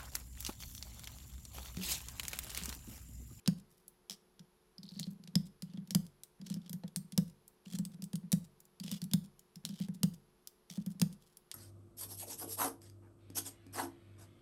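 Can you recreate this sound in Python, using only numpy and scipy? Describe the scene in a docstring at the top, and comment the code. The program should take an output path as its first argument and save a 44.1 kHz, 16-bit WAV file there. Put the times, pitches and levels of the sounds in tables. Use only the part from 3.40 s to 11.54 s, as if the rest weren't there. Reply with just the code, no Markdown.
"""Pulling keycaps off a keyboard

Eight plastic caps are worked off a bare mechanical keyboard with a wire puller, on a wooden desk. Slip bursts
through a cap's colour make the snaps and clicks, many small slips the scrapes, blurred sines the wire's pings.
Decaying modes make the desk boom and the steel plate ring as the board is nudged and drops back. Sparse
reflections add a small room, over shaped noise and faint fan tones."""
import sys
import numpy as np
from scipy import signal
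from scipy.fft import rfft, irfft
from scipy.io import wavfile
from scipy.ndimage import uniform_filter1d

SR = 44100
rng = np.random.default_rng(int(sys.argv[2]) if len(sys.argv) > 2 else 0)


def dump(signal):
    """Clip the signal to [-1, 1] and save it as 16-bit WAV at the path in sys.argv[1]."""
    limited = np.clip(np.atleast_2d(signal).T, -1, 1)
    pcm = np.round(limited * 32767).astype(np.int16)
    wavfile.write(sys.argv[1], SR, pcm)


N = 358974  # length in samples
TAPS = 1024  # length of a cap's response in samples

# In the tables, brightness/dB tilts the treble per octave around 4500 Hz; -5.5 leaves it neutral.
# A cap snaps off its stem: [t/s, level/dB, strongest ring f/Hz, brightness/dB, strength of that ring/dB,
# jolt of the plate/dB, prying beforehand/s]
CAP_SNAPS = [(.0760, -29, 4970, -7.5, 4.5, -38.5, 0.0195), (1.9544, -27, 5140, -7.5, 10, -48, 0.51),
             (2.5486, -27, 4760, -3.5, 4, -41, 0.27), (3.7770, -29, 5050, -3.5, 5.5, -39, 0.79),
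             (4.9275, -30, 7600, -4.5, 4.5, -42, .68), (5.7350, -28.5, 3560, -3.5, 8, -44, .33),
             (6.6320, -29, 3600, -4, 6.5, -42.5, .46), (7.6160, -28, 12400, -5.5, -1, -39.5, 0.27)]
# The wire catches on a cap, which clicks and nudges the board:
# [t/s, click level/dB, strongest ring f/Hz, brightness/dB, nudge level/dB]
WIRE_CATCHES = [(0.0601, -45.5, 3750, -15, -44), (0.9936, -54.5, 5700, -11, -48.5),
                (1.381, -64, 4750, -2, -46.5), (1.4325, -54, 4830, -6, -45), (1.5591, -59, 4200, -14, -40),
                (1.5965, -38, 7060, -5.5, -35), (1.667, -57, 4270, -12, -36), (1.8374, -56, 4580, -9, -50),
                (1.8745, -51.5, 3770, -11, -45.5), (2.222, -43.5, 4660, -5, -36.5),
                (2.335, -61, 4800, -9, -38.5), (2.3729, -56, 3300, -15, -34),
                (2.4738, -59.5, 12800, -7, -49.5), (2.5071, -37, 5430, -6.5, -36),
                (3.014, -56, 5060, -10, -41), (3.0647, -52, 5700, -7, -46), (3.100, -45.5, 8000, -7, -31.5),
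                (3.1409, -45, 5500, -4.5, -38.5), (3.16, -72, 5400, -3, -33.5),
                (3.295, -45.5, 12000, -4, -38.5), (3.33, -42, 12700, -1.5, -34),
                (3.4354, -56.5, 4300, -15, -34.5), (3.4786, -55, 3450, -6.5, -59),
                (3.561, -32, 8700, -3.5, -33), (3.7216, -48, 10440, -7, -40.5),
                (4.259, -55, 2770, -17, -44), (4.334, -48, 13200, -9.5, -32),
                (4.3868, -42, 7900, -3.5, -28.5), (4.4512, -42, 8300, -3.5, -41),
                (4.6218, -45.5, 5370, -4, -35.5), (4.6399, -46, 8300, -1.5, -59),
                (4.7316, -47, 9700, -7, -29), (4.7554, -43, 9100, -4.5, -44),
                (4.829, -78, 4500, -17, -41.5), (4.919, -31, 9700, -2.5, -59),
                (5.3995, -44.5, 4560, -7, -39), (5.438, -47.5, 10700, -7.5, -36),
                (5.4798, -45, 3240, -13, -45), (5.515, -37.5, 13500, -5.5, -30.5),
                (5.617, -43, 4600, -5.5, -33), (5.6404, -46.5, 11200, -2.5, -48),
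                (5.713, -49.5, 3480, -8, -41.5), (6.157, -50.5, 5300, -5, -45),
                (6.2511, -34, 4000, -6, -41.5), (6.2897, -49, 4840, -6, -36), (6.399, -55, 10400, 5, -29),
                (6.484, -57, 10000, -3.5, -32), (7.2999, -45.5, 5900, -10, -45),
                (7.372, -55, 9200, -6, -30), (7.462, -47.5, 12320, -4, -30.5),
                (7.5977, -43.5, 9200, -5, -39)]
# A pulled cap is taken out of the wire and put aside: [t/s, level/dB, strongest ring f/Hz, brightness/dB]
CAPS_PUT_ASIDE = [(0.48, -48, 10700, 5.5), (2.8346, -45, 8650, -1.5), (4.0791, -52.5, 8200, 5.5),
                  (5.203, -55, 6850, 5), (5.253, -60.5, 7100, 2), (5.993, -54.5, 6960, -.5),
                  (7.0729, -43, 5600, -1), (7.9704, -50.5, 10300, 0), (8.1144, -40, 8300, -8.5)]


def clicks(firm_db=-32, soft_db=-56, firm_s=0.0003, soft_s=0.0011):
    """The hard snap of each release, then catches, loose caps and bounces; a gentler contact slips for longer."""
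    out = np.zeros(N)
    for s, db, ring_hz, bright_db, ring_db, *_ in CAP_SNAPS:
        snap = crack(ring_hz, bright_db, ring_db, slip_s=0.00065, chatter_s=0.0044, chatter_db=-8)
        add(out, s, amp(db) * snap)
    for s, db, ring_hz, bright_db, *_ in WIRE_CATCHES + CAPS_PUT_ASIDE + bounces():
        slip_s = np.interp(db, [soft_db, firm_db], [soft_s, firm_s])
        click = crack(ring_hz, bright_db, ring_db=7.0, slip_s=slip_s, chatter_s=0.0095, chatter_db=-12.0)
        add(out, s, amp(db) * click)
    return out


# The first cap is dropped on the desk, where its bounces get quicker and weaker
DROP_S, DROP_DB, DROP_RING_HZ, DROP_BRIGHT_DB, DROP_NUDGE_DB = .6973, -38.5, 5400, -8, -51
BOUNCE_S, BOUNCE_SHRINK, BOUNCE_LOSS_DB = 0.011, .85, 3.5  # first gap, ratio of gaps, loss per bounce


def bounces(count=8):
    """The clicks of the dropped cap: rows (t/s, level/dB, ring f/Hz, brightness/dB)."""
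    gaps = BOUNCE_S * BOUNCE_SHRINK ** np.arange(count)
    times = DROP_S + np.r_[0, np.cumsum(gaps)]
    return [(s, DROP_DB - BOUNCE_LOSS_DB * k, DROP_RING_HZ, DROP_BRIGHT_DB) for k, s in enumerate(times)]


def crack(ring_hz, bright_db, ring_db, slip_s, chatter_s, chatter_db):
    """A burst of tiny slips, then brief chatter of loose parts; its energy equals 4 ms at rms 1."""
    t = np.arange(2 * TAPS) / SR
    slip = t / slip_s * np.exp(1 - t / slip_s)
    chatter = amp(chatter_db) * np.exp(-t / chatter_s)
    force = rfft((slip + chatter) * rng.choice([-1., 1.], len(t)), 4 * TAPS)
    force /= np.sqrt(uniform_filter1d(abs(force) ** 2, size=220))  # drives all pitches about equally
    burst = irfft(force)[:len(t)]
    sound = signal.fftconvolve(burst, keycap(ring_hz, bright_db, ring_db))
    return sound / np.sqrt(np.sum(sound ** 2) / (.004 * SR))


# Colour of a click on a plastic keycap: [f/Hz, level/dB]
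KEYCAP_COLOUR = [(100, -49), (400, -5), (800, -10), (1400, -11.5), (2500, -6), (3300, 2), (4200, 1),
                 (5000, 4), (6500, 0.5), (8300, 0.5), (11000, -1), (13000, -3.5), (15000, -7), (17000, -24)]


def keycap(ring_hz, bright_db, ring_db, ring_octaves=0.15):
    """Causal response of a cap; the point of contact favours one ring and sets the brightness."""
    hz = np.fft.rfftfreq(TAPS, 1 / SR)
    ring = ring_db * np.exp(-(np.log2((hz + 1) / ring_hz) / ring_octaves) ** 2)
    tilt = (bright_db + 5.5) * np.clip(np.log2((hz + 1) / 4500), -.6, 1.7)
    db = read(KEYCAP_COLOUR, hz) + ring + tilt
    log_gain = np.log(amp(np.r_[db, db[-2:0:-1]]))
    return np.fft.ifft(np.exp(signal.hilbert(log_gain).conj())).real  # minimum phase


# A finger lands on the bare plate with a hollow knock: [t/s, level/dB]
FINGER_KNOCKS = [(3.436, -44)]


def thumps(drop_db=-19.5, soft_push_db=-27, grip_spread=0.097, grip_stiffness=1.046, count=7):
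    """Each cap lets go at about the same pull, so the board recoils alike; hand-damped nudges are slower."""
    out = np.zeros(N)
    recoil = desk_boom(lag_s=.0012, swell_s=.0101)
    for s, *_, jolt_db, _ in CAP_SNAPS:
        add(out, s, amp(drop_db) * recoil)
        add(out, s, amp(jolt_db) * plate_ring(clatter_db=0.0))
    grips = []  # a tighter grip stiffens the board; a soft push hardly rings the plate
    for grip in np.linspace(-1, 1, count):
        stiffness = grip_stiffness + grip_spread * grip
        boom = desk_boom(lag_s=0.00076, swell_s=0.021, damping_db_per_s=217, stiffness=stiffness)
        nudge = boom / abs(boom).max()
        add(nudge, 0, amp(soft_push_db) * plate_ring(clatter_db=3))
        grips.append(nudge)
    for s, db in nudges():
        add(out, s, amp(db) * grips[rng.integers(count)])
    for s, db in FINGER_KNOCKS:
        add(out, s, amp(db) * plate_ring(clatter_db=-10))
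    return out


NUDGE_LAG_S = 0.00205  # the board gives way just after the click
SETTLE_S, SETTLE_DB = .098, -45.5  # the board settles this long after each snap


def nudges():
    """Every soft push: catches, settling, the dropped cap and the rocking hand; rows (t/s, boom peak/dB)."""
    caught = [(s + NUDGE_LAG_S, db) for s, *_, db in WIRE_CATCHES]
    settling = [(s + SETTLE_S, SETTLE_DB) for s, *_ in CAP_SNAPS]
    dropped = [(DROP_S + NUDGE_LAG_S, DROP_NUDGE_DB)]
    return caught + settling + dropped + rocking()


def rocking(rocks_per_s=12, level_db=-46, spread_db=3):
    """The hand rocks the board at uneven moments while prying each cap: rows (t/s, boom peak/dB)."""
    times = np.concatenate([uneven(s - prying_s, s, rocks_per_s) for s, *_, prying_s in CAP_SNAPS])
    levels = level_db + spread_db * (2 * rng.random(len(times)) - 1)
    return list(zip(times, levels))


# Modes of the desk under the board: [f/Hz, relative level/dB, t60/s, direction of swing at the microphone (+-1)]
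DESK_MODES = [(37, -40.5, 0.77, 1), (60.7, -30, 0.12, 1), (91.6, -35, 0.53, 1), (140.7, -33, 0.7, -1),
              (133.4, -2.1, .068, -1), (160.7, -2, .164, -1), (190.2, 4.1, .1225, 1),
              (210.2, -4.3, .127, 1), (261.7, -0.5, 0.037, -1)]


def desk_boom(lag_s, swell_s, damping_db_per_s=0, stiffness=1):
    """The heavy desk top takes a few cycles to get going; its close modes beat."""
    t = np.maximum(np.arange(SR // 2) / SR - lag_s, 0)
    ring = 0
    for hz, db, t60, way in DESK_MODES:
        swing = np.sin(2 * np.pi * hz * np.sqrt(stiffness) * t)
        ring = ring + np.sign(way) * amp(db - 60 * t / t60) * swing
    swell = 1 - np.exp(-(t / swell_s) ** 2)
    return ring * swell * amp(-damping_db_per_s * t)


# Modes of the keyboard's steel plate: [f/Hz, relative level/dB, t60/s]
STEEL_MODES = [(453, -20, 0.033), (510.6, -6.5, 0.08), (651, -13, 0.087), (897, -6, 0.03),
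               (1205, -41.5, 0.27), (1850, -34.5, 0.04)]
# Its many weaker modes merge into a short clatter: [f/Hz, relative level/dB]
STEEL_CLATTER = [(60, -14), (200, 2), (330, 1), (560, -3), (800, -16.5), (1100, -17.5), (1800, -10.5),
                 (3000, -28.5), (8000, -58)]


def plate_ring(clatter_db, clatter_t60=0.069):
    """The plate answers at once with ringing modes; its many weaker modes clatter as decaying noise."""
    t = np.arange(SR // 4) / SR
    modes = 0
    for hz, db, t60 in STEEL_MODES:
        modes = modes + rng.choice([-1, 1]) * amp(db - 60 * t / t60) * np.sin(2 * np.pi * hz * t)
    clatter = unit(coloured(rng.standard_normal(len(t)), STEEL_CLATTER))
    return modes + clatter * amp(clatter_db - 60 * t / clatter_t60)


# The wire slides over plastic: [start t/s, firmest t/s, end t/s, level before trim/dB,
# strongest ring f/Hz (middle contact), brightness/dB]
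WIRE_SCRAPES = [(0.279, 0.32, .47, -72, 11500, -2), (1.42, 1.613, 1.69, -62, 4570, -5.5),
                (1.7, 1.715, 1.74, -62.5, 11800, -1), (2.239, 2.32, 2.41, -71.5, 3350, -15),
                (3.04, 3.075, 3.19, -57, 5650, -10.5), (3.189, 3.277, 3.3, -65, 4050, -12),
                (4.249, 4.352, 4.39, -53.5, 8350, -8), (4.51, 4.54, 4.55, -61.5, 10000, -8.5),
                (5.425, 5.53, 5.59, -48, 3170, -8.5), (6.235, 6.391, 6.49, -55.5, 3140, -9.5),
                (6.535, 6.546, 6.58, -63, 8100, -4.5), (7.292, 7.292, 7.43, -55, 14500, -8),
                (7.497, 7.512, 7.535, -59, 7400, -2), (7.793, 7.835, 7.96, -69.5, 10600, -6)]
# The freed cap shifts in the wire as the board settles: length, then as in the table
SHIFT_S, SHIFT_DB, SHIFT_RING_HZ, SHIFT_BRIGHT_DB = 0.033, -60, 8600, -5
SLIPS_PER_S, SLIP_SPREAD_DB, CONTACTS = 520, 5.5, 8  # slips of all contacts together
SCRAPE_ENDS_DB = -13.5  # a stroke starts and ends lighter
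UNEVEN_PRESS_DB = 3  # the pressure wavers, so the slips swell and fade in clumps


def scrapes(trim_db=-0.5, scatter_octaves=0.31):
    """Stick and slip: uneven ticks at several points of contact, each with its own short ring."""
    out = np.zeros(N)
    shift_times = SETTLE_S + SHIFT_S * np.array([0, .5, 1])
    shifts = [(*(s + shift_times), SHIFT_DB, SHIFT_RING_HZ, SHIFT_BRIGHT_DB) for s, *_ in CAP_SNAPS]
    for start, firmest, end, db, ring_hz, bright_db in WIRE_SCRAPES + shifts:
        n = max(round((end - start) * SR), 64)
        sizes = amp(SLIP_SPREAD_DB * np.minimum(rng.exponential(1, (CONTACTS, SR // 2)), 3))
        slips = sizes * (rng.random(sizes.shape) < SLIPS_PER_S / CONTACTS / SR)
        waver = unit(uniform_filter1d(rng.standard_normal(SR // 2), size=500))[:n]
        stroke = signal.windows.tukey(n, .1) * amp(UNEVEN_PRESS_DB * waver)
        rings_hz = ring_hz * 2 ** (scatter_octaves * np.linspace(-1, 1, CONTACTS))
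        ticks = [crack(hz, bright_db, ring_db=5, slip_s=0.00097, chatter_s=0.00244, chatter_db=1.5)
                 for hz in rings_hz]
        sound = signal.fftconvolve(slips[:, :n] * stroke, np.array(ticks), axes=1).sum(0)
        sound = sound / np.sqrt(np.sum(sound ** 2) / n + 1e-20)
        t = start + np.arange(len(sound)) / SR
        press_db = np.interp(t, [start, firmest, end], [SCRAPE_ENDS_DB, 0, SCRAPE_ENDS_DB])
        add(out, start, amp(db + trim_db + press_db) * sound)
    return out


# The wire pings as it is pushed down between close-set caps: [t/s, peak level/dB, f/Hz]
WIRE_PINGS = [(1.382, -36, 4840), (1.431, -39.5, 4440), (1.49, -38.5, 4480), (1.592, -32, 4300),
              (1.630, -31, 4260), (1.640, -33.5, 4460)]
FAINT_PING_HZ, FAINT_PING_SPREAD, FAINT_PING_DB = 4370, 0.07, -47.5  # spread is a fraction of the pitch
FAINT_PINGS_PER_S = 80


def pings(t60=0.013, width_hz=700, rise_s=0.00038):
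    """The wire buzzes against the caps, which blur its ring and soon damp it; fainter pings fall between."""
    out, t = np.zeros(N), np.arange(2 * TAPS) / SR
    faint = []
    for s in uneven(WIRE_PINGS[1][0], WIRE_PINGS[-1][0], FAINT_PINGS_PER_S):
        detune = 1 + FAINT_PING_SPREAD * (2 * rng.random() - 1)
        faint.append((s, FAINT_PING_DB, FAINT_PING_HZ * detune))
    for s, db, hz in WIRE_PINGS + faint:
        buzz = np.cumsum(rng.standard_normal(len(t))) * np.sqrt(width_hz / SR)
        blur = uniform_filter1d(buzz, size=18) * np.sqrt(np.pi)
        ring = np.sin(2 * np.pi * hz * t + blur)
        add(out, s, ring * amp(db - 60 * t / t60) * (1 - np.exp(-t / rise_s)))
    return out


# How long the room rings: [f/Hz, t60/s]
REVERB_T60 = [(200, 0.33), (1000, 0.4), (5000, 0.28), (10000, 0.3), (16000, 0.22)]
# How strongly it answers, against the direct sound: [f/Hz, level/dB]
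REVERB_GAIN = [(150, -18), (500, -7.5), (2000, -16.5), (5000, -17), (10000, -17), (16000, -11)]


def room(x, first_s=0.003):
    """Sparse reflections of random sign, each band dying at its own speed."""
    n = SR // 2
    hits = (rng.random(n) < 5000 / SR) * (np.arange(n) > first_s * SR)  # about 5000 reflections a second
    taps = rng.choice([-1., 1.], n) * hits
    hz, t, bands = signal.stft(unit(taps), SR, nperseg=256)
    t60 = read(REVERB_T60, hz)[:, None]
    decay = amp(read(REVERB_GAIN, hz)[:, None] - 60 * t / t60)
    even_energy = np.sqrt(2 * np.log(1000) / (t60 * SR))  # the gain holds whatever the decay time
    reverb = signal.istft(bands * decay * even_energy, SR, nperseg=256)[1]
    return signal.fftconvolve(x, reverb)[:N]


# Colour of room tone and microphone hiss: [f/Hz, relative level per Hz/dB]
ROOM_TONE = [(20, -6), (45, 1), (90, -11.5), (190, 3), (290, -10.5), (400, -3.5), (600, -12), (950, -9.5),
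             (2000, -18.5), (5000, -20.5), (8500, -29.5), (11300, -15), (12500, -28), (16000, -48)]
# Tones of a distant fan: [f/Hz, rms level/dB]
FAN_TONES = [(360.5, -78.5), (436, -83)]


def background(air_db=-72.5, waver_hz=0.96):
    """Steady room tone and hiss from shaped noise, with faint fan tones wavering in pitch."""
    out = amp(air_db) * unit(coloured(rng.standard_normal(N), ROOM_TONE))
    for hz, db in FAN_TONES:
        drift = waver_hz * unit(uniform_filter1d(rng.standard_normal(N), size=8000))
        out += amp(db) * unit(np.sin(2 * np.pi * np.cumsum(hz + drift) / SR))
    return out


def amp(db):
    """Decibels to gain."""
    return 10 ** (np.asarray(db) / 20)


def unit(x):
    """Scales to rms 1."""
    return x / np.sqrt(np.mean(x ** 2) + 1e-20)


def read(points, hz):
    """Reads a table on a log-frequency axis."""
    f, value = np.transpose(points)
    return np.interp(np.log(hz + 1), np.log(f), value)


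def coloured(x, points):
    """Filters a sound by the spectrum of a table."""
    gain = amp(read(points, np.fft.rfftfreq(len(x), 1 / SR)))
    return irfft(rfft(x) * gain, len(x))


def uneven(start, end, per_s):
    """Moments at a loose pace: one at a random place in each beat."""
    count = max(round((end - start) * per_s), 1)
    return start + (end - start) * (np.arange(count) + rng.random(count)) / count


def add(mix, s, sound):
    """Mixes a sound in at time s."""
    part = mix[max(round(s * SR), 0):][:len(sound)]
    part += sound[:len(part)]


def scene():
    """All the handling sounds, their reflections in the room and the background."""
    near = clicks() + thumps() + scrapes() + pings()
    return (near + room(near) + background())[None]


def record(dry, edge_hz=16100):
    """Band limit: a steep low-pass removes the top of the treble."""
    lowpass = signal.firwin(255, edge_hz, window=("kaiser", 9), fs=SR)
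    return signal.oaconvolve(dry, lowpass[None], "same")


dry = scene()
out = record(dry)
dump(out)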